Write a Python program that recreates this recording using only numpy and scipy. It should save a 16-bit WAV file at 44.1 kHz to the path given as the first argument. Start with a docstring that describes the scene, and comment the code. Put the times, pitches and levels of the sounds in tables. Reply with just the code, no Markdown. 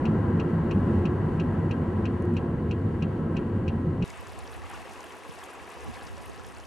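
"""Road noise fills a car rolling on tarmac: coloured noise in layers makes boom, drone, rumble, roar and hiss.
Damped modes give the jolts; pulses through resonators the indicator's ticks; sines a faint motor whine.
A hard cut leads to a shallow stony river: layered noise for the rush, chirped dying sines for gurgles,
short noise bursts for splashes, and low noise nearly opposite in left and right for wind on the ports."""
import sys
import numpy as np
from scipy import signal
from scipy.fft import rfft, irfft, next_fast_len
from scipy.io import wavfile

SR = 44100
rng = np.random.default_rng(int(sys.argv[2]) if len(sys.argv) > 2 else 0)


def digitize_waveform(pressure):
    """Quantize a signal to 16-bit integers and store it at the path in sys.argv[1].

    Rows of a 2-D input are taken as channels; values are limited to [-1, 1].
    """
    field = np.atleast_2d(pressure).T
    bounded = np.clip(field, -1, 1)
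    quanta = np.round(bounded * 32767).astype(np.int16)
    wavfile.write(sys.argv[1], SR, quanta)


def boost(x):
    """Linear amplitude factor 10**(x/20) for a level x in decibels (scalar or array-like)."""
    u = np.asarray(x, float) / 20
    return 10 ** u


N = 293706
CUT_S = 4.0415   # the car gives way to the river

# surges of the river: time_s, vigour_db
SURGE = [(4.05, 1.5), (4.25, -.5), (4.6, -0.5), (4.74, 2.5), (4.85, 0), (4.93, 1), (5.2, -0.5), (5.44, 1),
         (5.7, -0.1), (5.95, 1.5), (6.15, -1), (6.66, -2.5)]


def rms_one(x):
    """Normalises the mean power to one."""
    return x / np.sqrt(np.mean(x ** 2) + 1e-20)


def in_time(rows):
    """Linear interpolation turns (time, level) breakpoints into an envelope in dB."""
    time_s, level_db = np.transpose(rows)
    return np.interp(np.arange(N) / SR, time_s, level_db)


def at_hz(points, hz):
    """Interpolates a spectrum along log frequency, so that equal intervals count equally."""
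    points = np.array(points)
    return np.interp(np.log(hz), np.log(points[:, 0]), points[:, 1])


def drift(rate_hz):
    """Slow random modulation of rms 1: random points joined by straight lines."""
    points = rng.standard_normal(400)
    return rms_one(np.interp(np.arange(N) * rate_hz / SR, np.arange(400), points))


def band(x, low_hz, high_hz, order=2):
    """Band-pass filtering keeps the energy between two edges."""
    return signal.sosfilt(signal.butter(order, [low_hz, high_hz], "band", fs=SR, output="sos"), x)


def noise_layers(levels_db, edges_hz, spectrum, modes, side, balance, patchy_db, patch_rate_hz):
    """Spectral shaping: stereo noise is coloured, cut into layers, and each layer follows a level and flickers."""
    size = next_fast_len(N)
    hz = np.maximum(np.arange(size // 2 + 1) * SR / size, 1)
    lift_db = sum(db / (1 + (2 * (hz - f) / width) ** 2) for f, width, db in modes)
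    mid, wide = rfft(rng.standard_normal((2, size))) * boost(at_hz(spectrum, hz) + lift_db)
    wide = wide * boost(at_hz(side, hz))
    tilt = boost(at_hz(balance, hz) / 2)
    pair = np.array([(mid + wide) * tilt, (mid - wide) / tilt])
    below = [1 / (1 + (hz / edge) ** 24) for edge in edges_hz]   # power kept under each edge
    out = 0
    for level_db, low, high in zip(levels_db, below, below[1:]):
        layer = irfft(pair * np.sqrt(np.maximum(high - low, 0)), size)[:, :N]
        gain = boost(level_db + patchy_db * drift(patch_rate_hz))
        out = out + layer / np.std(layer.mean(axis=0)) * gain
    return out


def road_noise():
    """Broadband excitation coloured by the cabin and panel resonances, tied to the road level."""
    # boom, panel drone, floor rumble, tyre roar, air hiss: level_db, share of road level, rough_patch_lift_db
    ride_layers = [(-31, .7, -0.5), (-30.5, .8, 4), (-33.5, .7, 2), (-42.5, 1.58, -0.1), (-62, .8, 2)]
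    # edges between the layers: edge_hz
    ride_edges_hz = [12, 130, 280, 600, 2200, 14000]
    # relative density of the road noise: pitch_hz, density_db
    cabin_spectrum = [(22, -28.5), (42, -5.5), (54, -11), (91, -4.5), (231, 1), (291, -10.5), (488, -15.5),
                      (615, -25), (1030, -23), (1200, -30.5), (1640, -32.5), (2300, -49), (3300, -56.5),
                      (4600, -57), (4900, -62.5), (8000, -63.5), (12200, -68)]
    # cabin and panel resonances: pitch_hz, width_hz, lift_db
    cabin_modes = [(86.3, 19, 10), (100, 5.4, 8.5), (161, 15.4, 9), (216, 20, 5.5), (350, 25.4, 10),
                   (1020, 220, 2.5), (1310, 38, 8), (1603, 110, 4), (1930, 160, 6), (2920, 790, 9),
                   (8700, 250, 3)]
    # stereo width: pitch_hz, side_minus_mid_db
    cabin_side = [(60, -31.5), (140, -22), (320, -20.5), (480, -13), (720, -1), (1000, -11), (1660, -9.5),
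                  (3000, -4), (8700, -5.5), (12200, -1.5)]
    # stereo balance: pitch_hz, left_minus_right_db
    cabin_balance = [(60, 0.5), (660, -.5), (1200, 4.5), (2180, 0), (3970, 1.5), (12000, .5)]
    # the car slows: time_s, road_level_db
    speed = [(0.0, 2), (1.2, 1), (2.0, 0), (2.7, -1.5), (3.4, -1), (4.04, -2.5)]
    rough_patch_s, rough_patch_length_s = 0.937, 0.15   # centre and Gaussian half-width
    speed_db = in_time(speed)
    patch = np.exp(-((np.arange(N) / SR - rough_patch_s) / rough_patch_length_s) ** 2)
    levels_db = [db + share * speed_db + lift_db * patch for db, share, lift_db in ride_layers]
    return noise_layers(levels_db, ride_edges_hz, cabin_spectrum, cabin_modes, cabin_side, cabin_balance,
                        patchy_db=0.44, patch_rate_hz=14)


def motor_whine():
    """Steady pure tones, the whine of a small motor near the microphone, stronger on the left."""
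    # partials before the stereo gains: pitch_hz, rms_db
    whine_tones = [(4500, -86), (6300, -92), (8700, -89), (9900, -95), (11640, -97)]
    time_s = np.arange(N) / SR
    whine = sum(np.sqrt(2) * boost(db) * np.sin(2 * np.pi * hz * time_s) for hz, db in whine_tones)
    return whine * [[1.3], [.7]]


def ring(clicks, hz, t60_s):
    """Two-pole resonance: a unit click starts a decaying sine of initial height 1."""
    r, w = boost(-60 / (t60_s * SR)), 2 * np.pi * hz / SR
    return signal.lfilter([0, np.sin(w)], [1, -2 * r * np.cos(w), r * r], clicks + 1e-18)


def indicator():
    """Cascaded resonance and early reflections: one pitched pulse per tick, then a brief housing rattle."""
    # a tick arrives direct and off the glass: delay_s, left_db, right_db
    tick_paths = [(0, 2.5, -5), (.0013, -17, -3), (.0024, -2.5, -21), (.0058, -11, -15),
                  (.0075, -12.5, -4.5), (.009, -7.5, -13), (0.01, -11.5, -13.5), (.0152, -13.5, -11),
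                  (0.017, -9, -13.5)]
    # resonances of the ticker housing: pitch_hz, width_hz, lift_db
    housing = [(2630, 490, 0.5), (3095, 220, -4), (3950, 700, -5.5), (5350, 920, -10), (6900, 580, -16.5)]
    tick_hz, tick_width_hz = 2700, 820   # of each resonant stage
    tick_db, rattle_db = -29.5, -25      # peak of the pulse; rattle relative to it
    rattle_rise_s, rattle_fade_cycles = 0.00079, 32.0
    # the flasher's timer runs out every tick_steps of its clock and ticks on the next whole step
    first_tick_s, clock_step_s, tick_steps, tick_lead_steps = 0.0533, 0.031255, 10.55, 0.15
    steps = np.ceil(np.arange(13) * tick_steps - tick_lead_steps)
    start_s = first_tick_s + clock_step_s * steps

    pulse = np.zeros((2, N))
    for delay_s, left_db, right_db in tick_paths:
        pulse[:, np.round((start_s + delay_s) * SR).astype(int)] += boost([[left_db], [right_db]])
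    t60_s = np.log(1000) / (np.pi * tick_width_hz)
    for _ in range(5):   # five stages: a soft, rounded onset
        pulse = ring(pulse, tick_hz, t60_s)

    age_s = np.arange(SR // 20) / SR
    noise = rng.standard_normal((2, len(age_s)))
    noise = noise + 0.92 * noise.sum(axis=0)   # makes left and right alike
    noise = noise * (1 - np.exp(-(age_s / rattle_rise_s) ** 2))
    rattle = 0
    for hz, width_hz, lift_db in housing:
        fading = noise * np.exp(-age_s * hz / rattle_fade_cycles)   # higher resonances die sooner
        mode = band(fading, hz - width_hz / 2, hz + width_hz / 2)
        rattle = rattle + boost(lift_db) * rms_one(mode)
    starts = np.zeros((1, N))
    starts[0, np.round(start_s * SR).astype(int)] = boost(tick_db + rattle_db)
    rattles = signal.fftconvolve(starts, rattle * [[1.15], [.85]], axes=1)[:, :N]
    return pulse / np.abs(pulse).max() * boost(tick_db) + rattles


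def bumps():
    """Modal response: each jolt swells and dies in one low mode of the body."""
    # road joints jolting the body: start_s, level_db, pitch_hz
    jolts = [(0.08, -20.5, 162.5), (0.255, -25, 88), (0.33, -16, 162.4), (0.531, -21.5, 167),
             (0.743, -21, 193), (0.948, -19, 91.6), (1.389, -21.5, 170), (1.561, -21, 92),
             (1.816, -23, 159.5), (2.02, -24, 100), (2.84, -22.5, 103), (3.009, -22.5, 160.6),
             (3.513, -24.5, 96), (3.861, -20.5, 155), (3.99, -24, 122), (4.005, -19.5, 178)]
    out, age_s = np.zeros(N + SR), np.arange(SR // 4) / SR
    swell = age_s / 0.018 * np.exp(1 - age_s / 0.016)
    for start_s, db, hz in jolts:
        start = int(start_s * SR)
        out[start:start + len(age_s)] += boost(db) * swell * np.sin(2 * np.pi * hz * age_s)
    return out[:N]


def bursts(rows, spread, decay_s):
    """Band-limited transients: dying puffs of noise around a pitch, rows of (start s, peak dB, Hz)."""
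    out, fade = np.zeros(N + 2000), np.exp(-np.arange(2000) / SR / decay_s)
    for (start_s, db, hz), noise in zip(rows, rng.standard_normal((len(rows), 2000))):
        puff = band(noise * fade, hz / spread, min(hz * spread, 13000))
        start = int(start_s * SR)
        out[start:start + 2000] += boost(db) * puff / np.abs(puff).max()
    return out[:N]


def trim_snaps():
    """Impulsive release: the trim snaps in brief noise bursts around 7800 Hz."""
    # trim snapping: start_s, peak_db
    snaps = [(2.223, -48.5), (2.2538, -56), (2.339, -51)]
    return bursts([(start_s, db, 7800) for start_s, db in snaps], 1.4, 0.0016)


def cabin():
    """Superposition of road noise, jolts, ticks, trim snaps and motor whine."""
    return road_noise() + bumps() + indicator() + trim_snaps() + motor_whine()


def river_rush():
    """Incoherent summation: countless small bubbles fuse into a rush, here noise that follows the surges."""
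    # gurgle, rush, spray: level_db, share of vigour
    river_layers = [(-47.5, .6), (-53.5, 1.3), (-60, 1.1)]
    # edges between the layers: edge_hz
    flow_edges_hz = [150, 1300, 3500, 14000]
    # relative density of the rush: pitch_hz, density_db
    river_spectrum = [(100, -30), (150, -9), (400, 2.5), (600, -3), (980, 0.5), (1400, -5.5), (1700, 2.5),
                      (2300, -3.5), (2650, 0), (3300, -13), (4040, -18.5), (8500, -22), (12800, -29.5)]
    # stereo width: pitch_hz, side_minus_mid_db
    river_side = [(150, -13), (660, -8.5), (2180, -6.5), (3970, -7), (7230, -13.5), (13000, 2)]
    # stereo balance: pitch_hz, left_minus_right_db
    river_balance = [(360, -0.5), (890, 0), (2180, 3.5), (7230, .5)]
    vigour_db = in_time(SURGE)
    levels_db = [db + share * vigour_db for db, share in river_layers]
    return noise_layers(levels_db, flow_edges_hz, river_spectrum, [], river_side, river_balance,
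                        patchy_db=0.98, patch_rate_hz=49)


def bubble(hz, cycles, rise):
    """Bubble resonance: a dying sine whose pitch climbs as the air bubble nears the surface."""
    turns = np.arange(int(4 * cycles * SR / hz)) * hz / SR
    tone = np.sin(2 * np.pi * turns * (1 + rise * turns / cycles))
    return tone * np.exp(-turns / cycles) * (1 - np.exp(-turns / 1.3))


def scattered(draw, level_db, size_db, low_hz, pitch_ratio):
    """Random events after the cut, of exponential size in dB and evenly spread log pitch."""
    start_s = CUT_S + draw[:, 0] * (N / SR - CUT_S)
    sizes_db = size_db * np.minimum(-np.log(draw[:, 1]), 2.5)
    return np.c_[start_s, level_db + sizes_db, low_hz * pitch_ratio ** draw[:, 2]]


def bubbles(count, low_hz, high_hz, level_db, size_db, cycles, clump):
    """Resonant bubbles: set big ones among random ones that swell with the surges and scatter in stereo."""
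    # big bubbles: start_s, level_db, pitch_hz at the start
    gurgles = [(4.082, -47, 864), (4.19, -37, 1080), (4.266, -31, 1100), (4.294, -36, 715),
               (4.708, -30, 720), (4.733, -27, 1090), (4.805, -30.5, 720), (4.907, -32, 830),
               (5.428, -32, 1060), (5.693, -33, 1070), (5.843, -39, 773), (5.865, -33, 1060),
               (5.968, -32, 980), (6.396, -35, 1310)]
    draw = rng.random((count, 4))
    small = scattered(draw, level_db, size_db, low_hz, high_hz / low_hz)
    small[:, 1] += clump * np.interp(small[:, 0], *np.transpose(SURGE))
    sides = np.r_[draw[:, 3] - .5, np.zeros(len(gurgles))]
    out = np.zeros((2, N + SR))
    for (start_s, db, hz), side in zip(np.r_[small, gurgles], sides):
        tone = boost(db) * bubble(hz, cycles, rise=0.026)
        pan = boost(np.array([[1], [-1]]) * (0.3 + 2.3 * side))
        start = int(start_s * SR)
        out[:, start:start + len(tone)] += tone * pan
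    return out[:, :N]


def spray(count, level_db, size_db):
    """Impact noise: set splashes among a patter of small random drops, stronger on the left."""
    # drops on stone, before the stereo gains: start_s, peak_db, pitch_hz
    splashes = [(4.1027, -36, 6100), (4.2714, -38, 6200), (4.3901, -35.5, 8600), (4.4759, -38, 5030),
                (4.6993, -40, 9000), (5.0062, -38, 6370), (5.0301, -44, 7570), (5.1683, -43, 8500),
                (5.327, -42, 8700), (5.4385, -38, 8700), (5.463, -45, 7600), (5.513, -47.5, 9060),
                (5.6916, -43, 11500), (6.0336, -38, 10500), (6.0683, -39, 5600), (6.3085, -56, 8350)]
    small = scattered(rng.random((count, 3)), level_db, size_db, 4000, 2.8)
    drops = bursts(splashes, 1.26, 0.0011) + bursts(small, 1.14, 0.0015)
    return drops * [[1.08], [.92]]


def wind():
    """Turbulent pressure: lumpy low noise across the two ports, nearly opposite in left and right."""
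    # wind on the ports, before the port gains: time_s, strength_db
    gusts = [(4.05, -45.5), (4.32, -44), (4.64, -43), (4.72, -47.5), (4.8, -43), (4.88, -51), (5.2, -54),
             (5.36, -51), (5.52, -58), (5.6, -47), (5.76, -54.5), (5.88, -37.5), (6.0, -46.5),
             (6.08, -43.5), (6.24, -45), (6.4, -43), (6.66, -47)]
    # single puffs, before the port gains: start_s, peak_db, pitch_hz
    pops = [(5.29, -31, 160), (6.295, -31, 300), (6.39, -40, 350)]
    # flutter level at a middling breeze (before the port gains), and how steeply it grows with the wind
    breeze_db, flutter_db, flutter_follows = -45, -53, 1.2
    low_db = in_time(gusts)
    flutter_level_db = flutter_db + flutter_follows * (low_db - breeze_db)
    white = rng.standard_normal((2, N))
    low, flutter = band(white, 57, 102), band(white[::-1], 140, 260)
    low = low / low.std() * boost(low_db)
    flutter = flutter / flutter.std() * boost(flutter_level_db + 3.1 * drift(30))
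    opposed, common = low + flutter
    return boost(-11.0) * common + (opposed + bursts(pops, 1.5, 0.0074)) * [[.9], [-1.1]]


def river():
    """Superposition of the fused rush, the nearer bubbles that stand out, spray and wind."""
    rush = river_rush()
    near = bubbles(count=500, low_hz=446.3, high_hz=3175, level_db=-46.5, size_db=4.5, cycles=3.95, clump=1.2)
    return rush + near + spray(count=600, level_db=-57, size_db=4.5) + wind()


def low_passed(sound, top_hz):
    """Steep elliptic low-pass: little remains above the top edge."""
    return signal.sosfilt(signal.ellip(14, .5, 60, top_hz, fs=SR, output="sos"), sound)


def scene():
    """Band-limiting and a crossfade of 0.59 ms: the cabin, then the river, each with its own top edge."""
    after = np.clip((np.arange(N) / SR - CUT_S) / 0.00059, 0, 1)
    inside = low_passed(cabin(), top_hz=12040)
    outside = low_passed(river(), top_hz=12760)
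    return inside * (1 - after) + outside * after


def roll_off(x):
    """The treble ends steeply here."""
    return signal.sosfilt(signal.butter(12, 13770, fs=SR, output="sos"), x)


def record(dry):
    """Comb-like notch filtering: narrow dips at evenly spaced pitches, the even ones deeper."""
    dip_spacing_hz, dip_width_hz = 300, 18.2   # width: Gaussian half-width
    dip_even, dip_odd, dip_odd_top_hz = 0.74, 0.57, 5330   # depths as a share of amplitude
    size = next_fast_len(N + SR // 4)
    hz = np.arange(size // 2 + 1) * SR / size
    nearest = np.round(hz / dip_spacing_hz)
    depth = np.where(nearest % 2 == 0, dip_even, dip_odd * (hz < dip_odd_top_hz))
    depth = depth * (nearest > 1)   # the first dip is at twice the spacing
    dips = 1 - depth * np.exp(-((hz - nearest * dip_spacing_hz) / dip_width_hz) ** 2)
    mix = irfft(rfft(dry, size) * dips, size)[:, :N]
    return roll_off(mix)


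dry = scene()
out = record(dry)
digitize_waveform(out)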